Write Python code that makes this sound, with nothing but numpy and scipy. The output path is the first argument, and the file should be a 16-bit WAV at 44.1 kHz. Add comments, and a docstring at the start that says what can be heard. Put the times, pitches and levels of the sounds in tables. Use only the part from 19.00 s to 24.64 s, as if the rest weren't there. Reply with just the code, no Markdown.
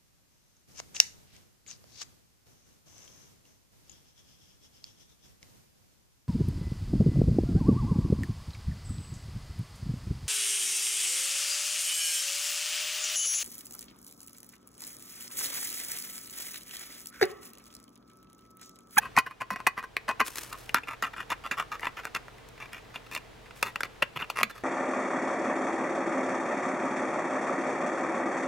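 """A small lever can opener works its way round the rim of an old tin held in gloved hands, close up in a small room.
Each snap is crackling grit, one jolt and a tear; each scrape is a dense run of tiny slips. Both shake the tin,
whose lid is a sum of dying sines that differ in each of three grips. The gloves rustle and pop as filtered noise,
the opener shifts in faint ticks and the thin wall groans in sliding tones.
Room noise and a low hum lie below, and a gain control turns everything down after loud crunches."""
import sys
import numpy as np
from scipy import signal
from scipy.fft import rfft, irfft, next_fast_len
from scipy.io import wavfile

SR = 44100
rng = np.random.default_rng(int(sys.argv[2]) if len(sys.argv) > 2 else 0)


def dump(signal):
    """Clip the signal to [-1, 1] and save it as 16-bit WAV at the path in sys.argv[1]."""
    limited = np.clip(np.atleast_2d(signal).T, -1, 1)
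    pcm = np.round(limited * 32767).astype(np.int16)
    wavfile.write(sys.argv[1], SR, pcm)


N = 248591
T = np.arange(N) / SR    # time in seconds
TAIL = SR // 6           # length of one touch's ringing, in samples
LEFT_RIGHT = np.array([[1], [-1]])
# a middling touch (dB), and how many dB of thud a touch gains per dB that it is lighter
USUAL_DB, LIGHT_THUD = -34.5, 0.16


def snaps():
    """The sheet crackles under strain for a moment, gives way in one jolt and tears on; long tears are crunchier."""
    # The blade snaps through or the hook catches. Each row: time of the jolt in seconds, clank level in dB,
    # contact pitch in Hz, tick level in dB relative to the clank, tear length in seconds.
    snap_rows = [(0.166, -25, 1910, -12.5, 0.01), (0.1748, -14, 1110, -21.5, 0.016),
                 (0.187, -19, 1190, -8, 0.0065), (0.4175, -29.5, 1130, -16.5, 0.0057),
                 (0.5081, -29.5, 1090, -12.5, .007), (0.56, -31, 940, -17, 0.0092),
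                 (0.603, -34, 1120, -19, 0.0022), (0.668, -18, 1880, -18, 0.0029),
                 (0.6707, -16, 1070, -11.5, 0.0091), (0.777, -26, 1020, -24, 0.024),
                 (0.828, -39, 1190, -16, 0.0028), (0.846, -49, 1285, -9.5, .004),
                 (0.9677, -22, 1270, -14, 0.0016), (1.0896, -26, 1210, -13.5, 0.007),
                 (1.113, -33, 905, -17, 0.0023), (1.203, -22, 1150, -14.5, 0.0074),
                 (1.21, -21, 1060, -20.5, 0.011), (1.526, -40.5, 1280, -6, 0.022),
                 (1.6934, -36, 2060, -13.5, 0.0042), (1.7453, -18.5, 1220, -9, 0.0018),
                 (1.77, -35, 1010, -16, 0.009), (1.8336, -40.5, 2420, -19, 0.027),
                 (1.884, -35, 2270, -16.5, 0.0088), (2.0246, -27.5, 1810, -11, 0.01),
                 (2.3028, -33, 1870, -8, 0.031), (2.317, -29.5, 1100, -17, 0.0076),
                 (2.512, -27, 2400, -12.5, 0.033), (2.7958, -44, 1910, -11, 0.0033),
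                 (2.831, -32.5, 1500, -30, 0.0072), (2.869, -27.5, 1150, -21.5, 0.01),
                 (3.0533, -33.5, 1130, -10.5, 0.00088), (3.1493, -31.5, 2570, -6.5, 0.0075),
                 (3.169, -39, 1830, -12, 0.0055), (3.2824, -46, 1390, -18, 0.0042),
                 (3.959, -36, 3180, -18, 0.0034), (4.1505, -36, 2350, -2, 0.0057),
                 (4.1626, -32, 2700, -22, 0.0072), (4.509, -47, 1980, -17, .004),
                 (4.628, -22, 1330, -8.5, 0.005), (4.7587, -29.5, 2440, -16.5, 0.0062),
                 (4.8069, -29.5, 1400, -12, .005), (4.8335, -28.5, 2300, -9.5, 0.0033),
                 (5.024, -21, 2650, -18.5, 0.0093), (5.224, -31, 2760, -37, 0.015),
                 (5.3007, -30, 2820, -10, 0.0094), (5.412, -29.5, 2080, -22, 0.0066),
                 (5.4321, -18.5, 2550, -10, 0.0037)]
    # Thud level of the hand-held body in a middling touch, one value per grip [dB relative to the clank, less 2].
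    grip_thud_db = [-13, -12, -11.5]
    # How freely the lid rings after a tear of usual length, one value per grip [dB].
    grip_ring_db = [-2, -5.5, -8]
    usual_tear_s, ring_db_per_doubling = 0.0048, 5
    out = np.zeros((2, N))
    lead, contact, size = int(.003 * SR), int(.008 * SR), int(.03 * SR)
    grit_power = from_db(3) * 2 * np.pi / contact
    for s, db, contact_hz, tick_db, tear_s in snap_rows:
        grit = rng.standard_normal(size) * np.sqrt(grit_power)
        # the grit is 30 dB down after the tear length
        tear = signal.unit_impulse(size) + grit * dying(2 * tear_s, size)
        crackle = rng.standard_normal(lead) * np.linspace(0, 1, lead) ** 2.1
        strain = from_db(-5) * energy_one(crackle)
        # a short snap leaves the blade pressed on the lid and deadens it; a longer tear sets it ringing
        ring_db = grip_ring_db[grip(s)] + ring_db_per_doubling * np.log2(tear_s / usual_tear_s)
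        shake = signal.fftconvolve(np.r_[strain, tear], tin_response(s, ring_db))
        thud_db = grip_thud_db[grip(s)] + LIGHT_THUD * (USUAL_DB - db)
        sound = radiate(shake, lead + contact, contact_hz, thud_db, tick_db)
        add(out, s - lead / SR, from_db(db) * sound)
    return out


def scrapes(per_s=700, spread_db=4.5, grit_db=-12):
    """Steel drags on tin: dense slips on a fine grit, swelling and easing with the push of the thumb."""
    # Each row: start in seconds, length in seconds, clank level in dB.
    scrape_rows = [(0, 0.08, -40.5), (.15, 0.036, -42.5), (.258, 0.026, -30.5), (0.298, 0.031, -38.5),
                   (.402, 0.027, -28.5), (.501, 0.042, -27.5), (0.582, 0.039, -46), (0.765, 0.046, -32),
                   (0.831, 0.019, -33.5), (1.079, 0.032, -28), (1.195, 0.012, -26), (1.512, 0.048, -43.5),
                   (1.745, 0.043, -28.5), (1.871, 0.079, -37.5), (2.023, 0.034, -30), (2.055, 0.027, -39.5),
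                   (2.131, 0.01, -41.5), (2.161, 0.077, -39), (2.295, 0.047, -33), (2.437, 0.039, -37),
                   (2.51, 0.047, -39.5), (2.569, 0.058, -31), (2.712, 0.057, -36.5), (2.812, 0.083, -38.5),
                   (2.967, 0.045, -40), (3.032, 0.052, -44.5), (3.145, 0.029, -33), (3.599, 0.063, -43.5),
                   (3.718, 0.069, -45), (3.934, 0.05, -47.5), (4.063, 0.011, -51.5), (4.11, 0.074, -41.5),
                   (4.631, 0.077, -40), (4.844, 0.018, -40.5), (5.02, .015, -27.5), (5.157, 0.017, -33),
                   (5.188, 0.063, -37.5), (5.355, 0.069, -31.5), (5.497, .018, -40), (5.54, 0.076, -50)]
    # The colour changes as the blade moves round the rim. Each row: time in seconds, contact pitch in Hz,
    # tick level of a middling touch in dB relative to the clank.
    rim_rows = [(0, 1160, -20), (1.2, 1080, -18.5), (1.8, 1510, -18.5), (3.05, 1510, -16),
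                (3.65, 2380, -16.5), (4.1, 2350, -9.5), (4.63, 1940, -11.5), (5.2, 2350, -17.5),
                (5.5, 1665, -10)]
    # Thud level of the hand-held body in a middling touch, one value per grip [dB relative to the clank, less 2].
    grip_thud_db = [-14, -17.5, -11]
    # How freely the lid rings, one value per grip [dB].
    grip_ring_db = [1.5, -0.5, -2]
    light_tick = 0.083    # dB of tick gained per dB that a touch is lighter
    out = np.zeros((2, N))
    rim_s, rim_hz, rim_tick_db = np.transpose(rim_rows)
    for start, length, db in scrape_rows:
        size = int(np.clip(length * SR, 256, TAIL))
        push = np.abs(np.sin(np.pi * np.linspace(0, 1, size) ** .75)) ** .45
        fine_grit = from_db(grit_db) * rng.standard_normal(TAIL)
        drag = rms_one(slips(per_s, spread_db, TAIL)) + fine_grit
        response = tin_response(start, grip_ring_db[grip(start)])
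        shake = signal.fftconvolve(push * drag[:size], response)
        lighter_db = USUAL_DB - db
        contact_hz = np.interp(start, rim_s, rim_hz)
        thud_db = grip_thud_db[grip(start)] + LIGHT_THUD * lighter_db
        tick_db = np.interp(start, rim_s, rim_tick_db) + light_tick * lighter_db
        add(out, start, from_db(db) * radiate(shake, size, contact_hz, thud_db, tick_db))
    return out


# Moments when the hands take a new grip on the tin [seconds].
REGRIP_S = [1.45, 4.45]


def grip(s):
    """Which of the three grips (0, 1 or 2) holds the tin at this moment."""
    return np.searchsorted(REGRIP_S, s)


def tin_response(s, ring_db, scatter_db=2, clatter_db=-3, clatter_t60=0.048):
    """One touch: a dull knock, the crowd of hand-damped wall modes, and the free modes of the lid."""
    # The lid's modes in each grip. Each row: pitch in Hz, height over the dull knock in dB before ring_db
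    # and scatter are added, time to fall by 60 dB in seconds.
    first_grip = [(227, 3, 0.031), (433, 0, 0.05), (1044, 14.5, 0.059), (1123, 3.5, 0.085),
                  (1502, 7, 0.041), (1581, 2.5, 0.049), (1920, 7.5, 0.094), (2015, 6.5, 0.051),
                  (2491, 12, 0.093), (2960, 4, 0.13), (4490, 9.5, 0.085), (5620, 9, 0.065),
                  (8820, 10, 0.014), (11410, 10, 0.026), (14000, 6, 0.014)]
    second_grip = [(272, 7.5, 0.081), (451, -2.5, 0.012), (928, 3, 0.014), (1010, 10, 0.036),
                   (1235, 8.5, 0.017), (1345, 8, 0.043), (1779, 4.5, 0.073), (1960, 4, 0.023),
                   (2428, 8, 0.032), (2753, 12.5, 0.032), (3505, 15, 0.025), (5110, 0.5, 0.0083),
                   (7030, 7.5, 0.015), (11770, 4, 0.0053)]
    third_grip = [(564, 8.6, 0.15), (886, 4.6, 0.019), (1040, 8.7, 0.013), (1292, 12.2, 0.013),
                  (1620, 1.2, 0.16), (1953, 1.8, 0.034), (2454, 1.3, 0.027), (2790, 10, 0.025),
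                  (3500, 16, 0.045), (4450, 9.7, 0.076), (5660, 1, 0.069), (6770, 9.4, 0.073),
                  (8700, 2, 0.036), (11320, 12, 0.014)]
    modes = (first_grip, second_grip, third_grip)[grip(s)]
    hz, height_db, t60 = np.transpose(modes)[:, :, None]
    sign = rng.choice([-1, 1], hz.shape)
    strength = sign * from_db(height_db + rng.normal(0, scatter_db, hz.shape))
    # blade pressure detunes the lid, its fine modes most
    detune = .004 * np.sqrt(hz / 1000)
    pitch = hz * (1 + detune * rng.standard_normal(hz.shape))
    # scaled by decay time, so that a long ring does not stand higher than a short one
    peak = strength * 2 * np.log(1000) / (t60 * SR)
    lid = peak * dying(t60, TAIL) * np.sin(2 * np.pi * pitch * T[:TAIL])
    clatter = energy_one(rng.standard_normal(TAIL) * dying(clatter_t60, TAIL))
    wall = from_db(clatter_db + ring_db / 2) * clatter
    knock = signal.unit_impulse(TAIL)
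    return knock + wall + from_db(ring_db) * lid.sum(0)


def radiate(shake, size, contact_hz, thud_db, tick_db, contact_db=5, contact_width_hz=520):
    """The tin gives a mid clank of rms 1 over the contact, the hand-held body a thud, the blade a tick."""
    # Colour of the bright tick. Each row: frequency in Hz, level in dB.
    tick_colour = [(3200, -3.5), (4200, 5.5), (6500, 0), (8000, -2), (10000, -5), (11400, -1.5),
                   (13000, -6.5), (14500, -8.5), (16000, -10.5)]
    clank = shake + from_db(contact_db) * resonance(shake, contact_hz, contact_width_hz)
    clank = cut(clank, 697, "high", order=3)
    clank = cut(clank, 2810, "low", order=8)
    thud = cut(shake, 135, "high", order=2)
    thud = cut(thud, 650, "low", order=4)
    tick = cut(coloured(shake, tick_colour), 3300, "high", order=4)
    # level each part over the contact itself, not its tail
    clank, thud, tick = (part / np.sqrt(np.mean(part[:size] ** 2) + 1e-20) for part in (clank, thud, tick))
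    return widen(clank + from_db(tick_db) * tick + from_db(thud_db - 2) * thud)


def widen(sound, near_t60=0.0064):
    """The moving hands reflect each sound at once, differently to each side."""
    # Colour of the reflections off hands and table. Each row: frequency in Hz, level in dB.
    near_colour = [(120, -10), (300, -4.5), (600, -7.5), (1100, -27.5), (2200, -16.5), (4500, -11),
                   (9000, -10), (15000, -1.5)]
    size = SR // 50
    burst = energy_one(rng.standard_normal(size) * dying(near_t60, size))
    near = coloured(burst, near_colour)
    side = signal.fftconvolve(np.atleast_2d(sound).mean(0), near)[:sound.shape[-1]]
    return sound + side * LEFT_RIGHT    # added on the left, taken away on the right


def gloves(flutter_hz=70, flutter_db=3.0, pop_db=10, pop_t60=0.016):
    """Thin film hisses and crinkles in uneven flutters over the metal and lets go with dry pops."""
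    # Gloves sliding on the tin. Each row: start in seconds, level in dB before the flutter.
    slide_rows = [(1.24, -41), (1.354, -40.5), (1.57, -52.5), (4.55, -55)]
    # Glove film letting go. Each row: time in seconds, level in dB before pop_db is added.
    pop_rows = [(1.272, -31), (1.281, -18.5), (1.3574, -19.5), (1.3838, -16), (1.4046, -35), (1.53, -25.5),
                (2.808, -37), (2.8494, -46), (3.047, -36), (3.3824, -48), (3.488, -38.5), (3.7316, -32)]
    # Colour of the rustle. Each row: frequency in Hz, level in dB.
    rustle_colour = [(180, -32), (300, -8.5), (455, -11.5), (762, -18), (1010, -8), (2570, -10),
                     (3130, -12.5), (11900, -14.5), (16000, -21.5)]
    attack_s, t60_s = 0.018, 0.5
    level = np.zeros(N)
    swell = np.minimum(T / attack_s, from_db(-60 * (T - attack_s) / t60_s))
    for s, db in slide_rows:
        add(level, s, from_db(db) * swell)
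    flutter = from_db(flutter_db * rms_one(cut(rng.standard_normal(N), flutter_hz, "low", order=2)))
    crinkle = slips(per_s=9000, spread_db=4.2, size=N)
    out = level * flutter * rms_one(coloured(crinkle, rustle_colour))
    for s, db in pop_rows:
        burst = energy_one(rng.standard_normal(TAIL) * dying(pop_t60, TAIL))
        pop = signal.unit_impulse(TAIL) + burst
        add(out, s, from_db(db + pop_db) * energy_one(coloured(pop, rustle_colour)))
    return widen(out)


def handling(level_db=-63, per_s=90, tick_db=-13):
    """In the later strokes the opener shifts on the rim, in faint dull ticks at random moments."""
    # the last moment of the second grip gives the ringing of that grip throughout
    response = tin_response(REGRIP_S[1], ring_db=0)
    shake = signal.fftconvolve(slips(per_s, spread_db=4.5, size=N), response)[:N]
    restless = np.clip(T - 2.5, 0, 1)    # fades in from 2.5 to 3.5 s
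    ticks = radiate(shake, N, contact_hz=1940, thud_db=-15.0, tick_db=tick_db)
    return restless * from_db(level_db) * ticks


def groans(waver=0.34):
    """The thin tin groans and squeaks as it flexes, its pitch sliding with the strain."""
    # Each row: start in seconds, length in seconds, first pitch in Hz, last pitch in Hz,
    # level in dB before the swell and waver.
    groan_rows = [(0.173, 0.025, 271, 249, -34.5), (.505, 0.041, 200, 199, -38.5),
                  (1.2, 0.038, 255, 210, -40.5), (5.019, 0.0173, 614, 530, -29.5),
                  (5.155, 0.033, 129, 138, -43), (5.193, 0.04, 195, 232, -56.5),
                  (5.4, 0.086, 251, 203, -44), (5.505, 0.066, 3570, 3410, -54.5)]
    out = np.zeros(N)
    for s, length, first_hz, last_hz, db in groan_rows:
        along = np.clip(T[:TAIL] / length, 0, 1)
        hz = first_hz + (last_hz - first_hz) * along
        tone = np.sqrt(2) * np.sin(2 * np.pi * np.cumsum(hz) / SR)
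        unsteady = 1 + waver * rms_one(cut(rng.standard_normal(TAIL), 64, "low", order=2))
        swell = np.sin(np.pi * along)
        add(out, s, from_db(db) * swell * unsteady * tone)
    return out


def surroundings(x, wall_hz=3500):
    """The small room adds a faint dull tail: dying noise, different on each side, with its treble softened."""
    t60_s, tail_db = 0.29, -17
    size = SR // 2
    tail = energy_one(rng.standard_normal((2, size)) * dying(t60_s, size))
    tail = from_db(tail_db) * cut(tail, wall_hz, "low", order=1)
    return x + signal.fftconvolve(x, tail, axes=1)[:, :N]


def room_noise(waver=0.15, air_db=-51.5):
    """Soft steady air noise, partly alike on the two sides, with a wavering low hum."""
    # Colour of the air noise. Each row: frequency in Hz, level in dB.
    air_colour = [(15, -22), (25, -16), (89, -13), (123, -10), (161, -13.5), (344, -15.5), (405, -15),
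                  (451, -9), (545, -17), (659, -14.5), (775, -16.5), (3080, -25.5), (3920, -28),
                  (4250, -30), (16000, -45.5)]
    # How alike left and right are. Each row: frequency in Hz, correlation from -1 to 1.
    air_likeness = [(30, 0.88), (80, 0.94), (150, 0.077), (400, 0.06), (1500, 0.41), (5000, 0.55),
                    (15000, 0.27)]
    # Hum tones. Each row: pitch in Hz, level in dB before the waver.
    hum_rows = [(45.5, -63), (120, -64)]
    alike = [(hz, np.clip(c, -.99, .99)) for hz, c in air_likeness]
    mid = coloured(rng.standard_normal(N), [(hz, 10 * np.log10(1 + c)) for hz, c in alike])
    side = coloured(rng.standard_normal(N), [(hz, 10 * np.log10(1 - c)) for hz, c in alike])
    air = rms_one(coloured(np.array([mid + side, mid - side]), air_colour))
    hum = 0
    for hz, db in hum_rows:
        wobble = 1 + waver * rms_one(cut(rng.standard_normal(N), 3.9, "low", order=2))
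        tone = np.sqrt(2) * np.sin(2 * np.pi * (hz * T + rng.random()))
        hum = hum + from_db(db) * wobble * tone
    return from_db(air_db) * air + hum


def gain_control(x):
    """A loud crunch turns the gain down; it creeps back up, so the room noise sinks and recovers."""
    threshold_db, window_s, attack_s, release_db_per_s = -26.5, 0.036, 0.044, 14
    power = smoothed(np.mean(x ** 2, axis=0), window_s)
    level_db = 10 * np.log10(power + 1e-20)
    excess_db = np.maximum(level_db - threshold_db, 0)
    # hold the largest excess so far, letting it sink at the release rate
    recovery = release_db_per_s * T
    held_db = np.maximum.accumulate(excess_db + recovery) - recovery
    return x * from_db(-smoothed(held_db, attack_s))


def slips(per_s, spread_db, size):
    """Stick-slip: clicks at random moments, mostly small, a few large."""
    sizes = from_db(spread_db * np.minimum(rng.exponential(1, size), 4))
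    return sizes * rng.choice([-1, 1], size) * (rng.random(size) < per_s / SR)


def from_db(db):
    """Turn decibels into a plain factor."""
    return 10 ** (np.asarray(db) / 20)


def rms_one(x):
    """Scale to an rms (average strength) of 1."""
    return x / np.sqrt(np.mean(x ** 2) + 1e-20)


def energy_one(x):
    """Scale each channel so that its squares sum to 1."""
    return x / np.sqrt(np.sum(x ** 2, axis=-1, keepdims=True) + 1e-20)


def dying(t60, size):
    """Exponential decay that falls by 60 dB in t60 seconds."""
    return 1000.0 ** (-T[:size] / t60)


def at_hz(points, hz):
    """Read a curve of (Hz, value) points, joined by straight lines over log frequency."""
    known_hz, value = np.transpose(points)
    return np.interp(np.log(hz + 1), np.log(known_hz), value)


def coloured(x, points):
    """Causal (minimum-phase) filter with the given (Hz, dB) shape."""
    size = 2 * next_fast_len(x.shape[-1] // 2 + 2048)
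    hz = np.arange(size // 2 + 1) * SR / size
    cepstrum = irfft(np.log(from_db(at_hz(points, hz))))
    # folding the second half onto the first makes the filter act only after its input
    cepstrum[1:size // 2] *= 2
    cepstrum[size // 2 + 1:] = 0
    return irfft(rfft(x, size) * np.exp(rfft(cepstrum)))[..., :x.shape[-1]]


def cut(x, hz, kind, order):
    """Butterworth filter: "high" keeps what lies above hz, "low" what lies below."""
    sos = signal.butter(order, min(hz, .45 * SR), kind, fs=SR, output="sos")
    return signal.sosfilt(sos, x + 1e-18)


def resonance(x, hz, width_hz):
    """A single ringing band around hz; a wider band dies faster."""
    r = np.exp(-np.pi * width_hz / SR)
    feed = np.array([1, 0, -1]) * (1 - r * r) / 2
    return signal.lfilter(feed, [1, -2 * r * np.cos(2 * np.pi * hz / SR), r * r], x)


def smoothed(x, seconds):
    """One-pole lag: follows x slowly."""
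    r = np.exp(-1 / (seconds * SR))
    return signal.lfilter([1 - r], [1, -r], x)


def add(track, s, sound):
    """Mix a sound into the track from s seconds on."""
    at = max(round(s * SR), 0)
    track[..., at:at + sound.shape[-1]] += sound[..., :max(N - at, 0)]


def scene():
    """The work sits just left of centre, the groans in the middle, the room around them."""
    pan_db = .3    # up on the left, down on the right
    work = (snaps() + scrapes() + gloves() + handling()) * from_db(pan_db * LEFT_RIGHT)
    return surroundings(work + groans()) + room_noise()


def record(dry):
    """The gain ducks after loud crunches, the highest peaks are rounded and the top is cut at 16 kHz."""
    rounded = np.tanh(gain_control(dry))
    top_cut = signal.ellip(10, .1, 80, 16000, fs=SR, output="sos")
    return signal.sosfilt(top_cut, rounded)


dry = scene()
out = record(dry)
dump(out)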